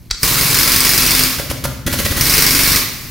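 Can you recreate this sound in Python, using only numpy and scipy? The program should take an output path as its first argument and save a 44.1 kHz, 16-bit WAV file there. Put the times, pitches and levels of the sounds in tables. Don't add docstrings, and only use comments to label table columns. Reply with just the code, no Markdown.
import sys
import numpy as np
from scipy import signal
from scipy.fft import rfft, irfft
from scipy.io import wavfile
from scipy.ndimage import uniform_filter1d

SR = 44100
rng = np.random.default_rng(int(sys.argv[2]) if len(sys.argv) > 2 else 0)


def rack_gain(trim_db):
    fader = np.asarray(trim_db, float)
    return 10 ** (fader / 20)


def persist_wave(psi):
    counts = np.round(np.clip(psi, -1, 1) * 32767).astype(np.int16)
    wavfile.write(sys.argv[1], SR, np.atleast_2d(counts).T)


N = 136710
T = np.arange(N) / SR


def evened(x):
    return x / np.sqrt(np.mean(x ** 2) + 1e-20)


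def read(points, hz):
    f, value = np.transpose(points)
    return np.interp(np.log(hz + 1), np.log(f + 1), value)


def curve(points):
    s, db = np.transpose(points)
    return rack_gain(np.interp(T, s, db))


def struck(rows, shape):
    train = np.zeros(N)
    for s, db in rows:
        train[round(s * SR)] = rack_gain(db)
    return signal.oaconvolve(train, shape)[:N]


def resonate(x, peaks):
    out = 0
    for hz, width, db in peaks:
        r = np.exp(-np.pi * width / SR)
        top = [(1 - r * r) / 2, 0, (r * r - 1) / 2]
        bottom = [1, -2 * r * np.cos(2 * np.pi * hz / SR), r * r]
        out = out + rack_gain(db) * signal.lfilter(top, bottom, x)
    return out


def rung(modes, rise_s):
    t = T[:20000]
    tones = sum(rack_gain(db - 60 * t / t60) * np.sin(2 * np.pi * hz * t) for hz, db, t60 in modes)
    return tones * np.minimum(t / rise_s, 1)


def thump(dip_s, sag, fade_s):
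    t = T[:4000]
    swing = -np.sin(np.pi * (t / dip_s) ** sag)
    return swing * np.exp(-(t / fade_s) ** 2 / 2) * np.minimum(t / dip_s, 1)


# (frequency [Hz], likeness [0 to 1])
LIKENESS = [(60, 0.93), (300, 0.8), (1400, 0.99), (3100, 0.96), (7000, 0.9), (15000, 0.99)]
# (frequency [Hz], left minus right [dB])
LEFT_LEAN = [(60, -1), (180, 3), (550, -0.5), (1650, 0), (4970, -1.5), (15000, 2.5)]


def air(spectrum, patchy_db, flicker_db):
    frames, hz = N // 128 + 6, np.fft.rfftfreq(512, 1 / SR)
    a, b, c, d, patches = rng.standard_normal((frames, 257, 5)).T
    patches = uniform_filter1d(patches, size=5, axis=0)
    patches = evened(uniform_filter1d(patches, size=12, axis=1))
    same = np.clip(read(LIKENESS, hz), 0, 1)[:, None]
    lean = read(LEFT_LEAN, hz)[:, None] / 2
    mid = (a + 1j * b) * np.sqrt(1 + same)
    side = (c + 1j * d) * np.sqrt(1 - same)
    z = np.array([(mid + side) * rack_gain(lean), (mid - side) / rack_gain(lean)])
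    flicker = flicker_db * rng.standard_normal(frames)
    z = z * rack_gain(read(spectrum, hz)[:, None] + patchy_db * patches + flicker)
    return evened(signal.istft(z, nperseg=512, noverlap=384)[1][:, :N])


# (time [s], level [dB])
FIRST_RUN = [(0.2309, -3), (0.2748, -10), (0.3204, -18), (0.3655, -17), (0.41, -7), (0.4551, -13),
             (0.5008, -10), (0.5437, -5), (0.5866, -4), (0.6305, -4), (0.6754, -7), (0.7183, -5),
             (0.7607, -3), (0.8041, -3), (0.848, -4), (0.8914, -5), (0.9343, -6), (0.9772, -3),
             (1.0206, -7), (1.0635, -5), (1.1064, -4), (1.1493, -4), (1.1922, -5), (1.2351, -3)]
# (time [s], level [dB])
SECOND_RUN = [(2.2093, -4), (2.2537, -10), (2.2961, -6), (2.3375, -3), (2.3794, -5), (2.4218, -4),
              (2.4642, -5), (2.5066, -5), (2.5485, -5), (2.5904, -6), (2.6328, -6), (2.6747, -7),
              (2.7171, -6), (2.759, -5)]
# (frequency [Hz], width [Hz], level [dB])
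CYLINDER = [(1700, 300, -9), (2200, 300, -7), (5700, 400, -9), (6900, 300, -9), (8100, 300, -8),
            (8850, 400, -9), (13300, 700, -5), (15000, 800, -8)]


def blows():
    rows, t = list(FIRST_RUN) + list(SECOND_RUN), T[:3000]
    rattle_s = .001
    hit = t / rattle_s * np.exp(-t / rattle_s) + 1.2 * np.exp(-t / .004)
    grit = rng.standard_normal(N) + 0.57 * rng.standard_normal((2, N))
    ring = resonate(struck(rows, hit) * grit, CYLINDER)
    even = [(s, 0.17 * db) for s, db in rows]
    swell = np.minimum(t / .004, 1) ** 2
    chuff = struck(even, swell * np.exp(-t / .012)) * air(JET, patchy_db=2.0, flicker_db=-3.5)
    return rack_gain(4) * ring + rack_gain(-11) * chuff + body(rows) + heads(rows)


# (delay [s], level [dB])
BOUNCES = [
    (.0035, -16),
    (.0115, -10),
]


def head(modes, tune):
    t, out = T[:1200], 0
    lag_s = .0005
    for hz, db, delay, top in modes:
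        u = np.maximum(t - delay - lag_s, 0) / top
        out = out + rack_gain(db) * u * np.exp(1 - u) * np.sin(2 * np.pi * hz * tune * t)
    echoes = sum(rack_gain(db) * np.roll(out, round(s * SR)) for s, db in BOUNCES)
    return rack_gain(1) * (out + echoes)


# (frequency [Hz], level [dB], delay [s], time to peak [s])
HEAD = [(4980, 0, 0, .0007), (5250, -9, .0002, .0008), (4500, -12, 0, .0006), (8800, -7, .0008, .0008),
        (9700, -12, .0004, .0006), (2200, -19, .0015, .001)]
# (frequency [Hz], level [dB], delay [s], time to peak [s])
CHIRP = [(5350, 0, .002, .001), (5750, -1, .004, .0012), (6700, -6, 0, .0006)]


def heads(rows):
    out = np.zeros(N)
    for (s, db), chance in zip(rows, rng.standard_normal((len(rows), 1))):
        tune = 1 + .015 * chance
        chirp_db = -9 if s >= SECOND_RUN[0][0] else -18
        ring = head(HEAD, tune) + rack_gain(chirp_db) * head(CHIRP, tune)
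        out[round(s * SR):][:len(ring)] += rack_gain(db) * ring
    return out


# (frequency [Hz], level [dB], time to fade 60 dB [s])
BODY = [(150, -16, .085), (300, -21, .03), (47, -24, .25), (420, -23, .03), (105, -26, .1)]
# (frequency [Hz], level [dB], time to fade 60 dB [s])
RETURN = [(258, -25, .2), (330, -30, .08)]
# (time [s], level [dB])
SEATING = [(.23, 3), (.27, -5), (.6, -6), (.75, -4), (1.0, -2.5), (1.3, -.5), (2.2, 0), (2.8, 0)]


def body(rows):
    s = np.transpose(rows)[0]
    landing = struck(zip(s + .0012, 0 * s), rung(BODY, rise_s=0.00069))
    returning = struck(zip(s + .025, 0 * s), rung(RETURN, rise_s=0.00033))
    return curve(SEATING) * (landing + returning)


# (time [s], level [dB])
FLOW = [(.17, -53), (.2295, -23), (.2315, -13.5), (.4, -13), (.8, -13), (1.24, -13.5), (1.27, -17),
        (1.4, -29.5), (1.85, -56.5), (1.9, -26), (2.15, -23), (2.22, -14.5), (2.35, -12), (2.77, -12.5),
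        (2.79, -15.5), (2.9, -33)]
# (frequency [Hz], level [dB])
JET = [(210, 0), (350, -1.5), (726, -11.5), (1110, -5), (2580, -4), (2980, -6), (4500, -3.5), (7840, -7),
       (15500, -3)]
# (frequency [Hz], width [Hz], level [dB])
MUFFLER = [(1102, 52, 10), (1905, 320, -14.5), (4240, 450, 1), (4300, 7300, -6), (11400, 2100, -1)]
# (frequency [Hz], width [Hz], level [dB])
WHISTLE = [(2160, 500, 0), (2550, 200, -6), (5600, 900, -5)]
# (time [s], level [dB])
WHISTLE_FLOW = [(.2, -12), (.6, -5), (.8, -3), (1.3, -4), (2.25, -8), (2.35, -2), (2.8, -2)]


def hiss():
    jet = air(JET, patchy_db=1.5, flicker_db=1.48)
    whistle = curve(WHISTLE_FLOW) * resonate(jet, WHISTLE)
    return curve(FLOW) * jet_dips() * evened(jet + 0.41 * resonate(jet, MUFFLER) + whistle)


def jet_dips():
    lead_s, dip_s, share = .006, .004, .45
    rows = [(s - lead_s, 0) for s, db in list(FIRST_RUN[1:]) + list(SECOND_RUN)]
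    u = T[:1200] / dip_s
    return 1 - share * struck(rows, u * u * np.exp(2 - 2 * u))


# (time [s], puff [dB], thump [dB], valve knock [dB], hum [dB])
LOADED = [
    (1.383, -22, -15.5, -16, -18.5),
    (1.498, -20.5, -15.5, -17, -14),
    (1.638, -18, -14.5, -15, -11),
    (1.863, -16.5, -10, -17, -16.5),
    (1.925, -16, -11.5, -17.5, -17),
    (1.986, -16.5, -12.5, -20, -26),
    (2.048, -16, -11, -17.5, -24),
    (2.109, -18.5, -12, -21, -19),
    (2.165, -18, -12, -23, -17),
]
# (frequency [Hz], level [dB])
PUFF = [(180, 2.5), (300, 3.5), (700, -18.5), (1450, -4), (4100, -8.5), (6000, -7.5), (8000, -13),
        (10800, -8), (15500, -11)]
# (frequency [Hz], width [Hz], level [dB])
PIPE = [(1955, 30, 2.5), (1064, 100, -3), (556, 58, -5.5)]
# (frequency [Hz], level [dB], time to fade 60 dB [s])
HUM = [(130, -8, .45), (256, -15, .35), (66, -13, .9)]
# (time [s], level [dB])
SURGES = [
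    (2.2055, -12),
    (2.2125, -15),
]


def loaded():
    s, puff_db, thump_db, knock_db, hum_db = np.transpose(LOADED)
    t = T[:4000]
    gate = np.minimum(t / .0025, 1) * np.exp(-np.maximum(t - .019, 0) / .005)
    puff = struck(zip(s, puff_db), gate) * air(PUFF, patchy_db=1.5, flicker_db=0.0)
    bent = t + 0.00082 * (1 - np.exp(-t / 0.00021))
    knock = np.sin(2 * np.pi * 540 * bent) * np.exp(-t / .005)
    scrape = rng.standard_normal(len(t)) * np.exp(-t / .003)
    knock = knock + resonate(scrape, [(2000, 400, 3), (1200, 600, 0)])
    push = thump(dip_s=.003, sag=.65, fade_s=.011)
    thumps = struck(zip(s - .003, thump_db), push) + struck(SURGES, push)
    knocks = struck(zip(s + .0145, knock_db + 2), knock)
    hums = struck(zip(s + 0.02034, hum_db), rung(HUM, rise_s=0.016))
    return puff + resonate(puff, PIPE) + thumps + knocks + hums


# (time [s], level [dB])
TICKS = [(.102, -27), (.104, -30), (.106, -27), (.1085, -13), (.111, 0), (.1135, -8), (.1165, -20),
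         (.134, -25), (.1465, -22), (.148, -19), (.152, -25)]
# (frequency [Hz], width [Hz], level [dB])
PEDAL = [(400, 300, -20), (1500, 500, -12), (2110, 350, -7), (2560, 300, -6), (3450, 260, -3),
         (3970, 130, 7), (4460, 260, 4), (4800, 200, -6), (5300, 200, -6), (5860, 250, -11),
         (7200, 900, -16)]


def pedal():
    t = T[:5000]
    tick = np.exp(-t / .0005) + .15 * np.exp(-t / .005)
    crack = struck(TICKS, tick) * rng.standard_normal(N)
    dull = signal.lfilter(*signal.butter(2, 9000, fs=SR), crack)
    thud = struck([(.109, -17.5)], -thump(dip_s=.007, sag=.75, fade_s=0.022))
    return 2.12 * resonate(dull, PEDAL) + thud


# (time [s], level [dB], frequency [Hz])
SHUDDERS = [
    (.322, -16, 126),
    (.368, -14.5, 135),
    (.411, -21, 140),
    (.456, -16, 140),
    (.500, -19, 128),
    (.540, -18, 120),
    (.591, -19, 130),
    (.77, -22, 120),
]


def shudders():
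    out = struck([(.2405, -15)], thump(dip_s=0.0096, sag=1.0, fade_s=.014))
    for s, db, hz in SHUDDERS:
        bump = np.exp(-((T - s) / 0.008) ** 2 / 2)
        out = out + rack_gain(db) * bump * np.cos(2 * np.pi * hz * (T - s) + np.pi)
    return out


# (frequency [Hz], width [Hz], level [dB])
TANK = [(30, 10, -4.5), (46.4, 17, -32), (66, 3.4, -2.5), (108, 33, -1.5), (126, 68, -5), (162, 180, -8),
        (256, 13.4, -4)]
# (time [s], level [dB])
BOOM = [(0, -50), (.2, -45), (.24, -26), (.45, -24), (.65, -31), (.9, -33), (1.22, -31), (1.3, -22),
        (1.5, -23), (1.85, -25), (2.0, -29), (2.24, -25), (2.32, -33), (2.77, -32), (2.84, -24),
        (2.95, -25), (3.1, -29)]


def boom():
    shake = rng.standard_normal(N) + 0.39 * rng.standard_normal((2, N))
    return rack_gain([[-9], [-11]]) * curve(BOOM) * evened(resonate(resonate(shake, TANK), TANK))


# (time [s], level [dB])
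SETTLING = [
    (0, -48),
    (2.78, -69),
    (2.86, -31),
    (2.98, -41.5),
    (3.1, -46),
]


def settling():
    return curve(SETTLING) * evened(resonate(rng.standard_normal(N), [(45, 24, 0), (97, 40, 0)]))


# (frequency [Hz], time to fade 60 dB [s])
HALL = [(80, 0.68), (500, 0.69), (2000, 0.87), (6000, 0.76), (11000, 0.51), (15000, 0.71)]


def hall(x):
    taps = np.zeros((2, SR))
    at = np.arange(300, SR - 20, 20) + rng.integers(0, 20, (2, (SR - 301) // 20))
    np.put_along_axis(taps, at, rng.choice([-1., 1.], at.shape), 1)
    taps = taps + 0.68 * taps.sum(0)
    hz, t, z = signal.stft(taps, SR, nperseg=256)
    tail = signal.istft(z * rack_gain(-60 * t / read(HALL, hz)[:, None]), SR, nperseg=256)[1]
    return signal.fftconvolve(x.mean(0)[None], tail / np.linalg.norm(tail[0]), axes=1)[:, :N]


# (frequency [Hz], level [dB])
FLOOR = [(15, -9), (25, 3), (95, -1.5), (180, -12.5), (260, -18), (800, -49), (3000, -47), (15000, -54)]


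def quiet_hall():
    return rack_gain(-39.5) * air(FLOOR, patchy_db=1.5, flicker_db=.6)


def scene():
    hammer, airy, foot = blows(), hiss() + loaded(), pedal()
    room = hall(airy + rack_gain(-4) * hammer + rack_gain(-4) * foot)
    room = signal.lfilter(*signal.butter(2, 170, "high", fs=SR), room)
    near = hammer + airy + foot + shudders()
    return near + boom() + settling() + rack_gain(-3) * room + quiet_hall()


def top_cut(x):
    return signal.sosfilt(signal.butter(12, 16550, fs=SR, output="sos"), x)


# (frequency [Hz], side level [dB])
NARROW = [(30, 8), (200, 0.5), (6500, 2), (9000, -1.5), (12000, -8.5), (15000, -8.5)]


def record(dry):
    mid, side = (dry[0] + dry[1]) / 2, (dry[0] - dry[1]) / 2
    side = irfft(rfft(side) * rack_gain(read(NARROW, np.fft.rfftfreq(N, 1 / SR))), N)
    mid = signal.lfilter(*signal.butter(1, 12, "high", fs=SR), mid)
    edge = signal.firwin(801, 15850, window=("kaiser", 8), fs=SR)
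    limited = signal.oaconvolve(np.array([mid + side, mid - side]), edge[None], "same")
    return top_cut(np.clip(limited, -1, 1))


dry = scene()
out = record(dry)
persist_wave(out)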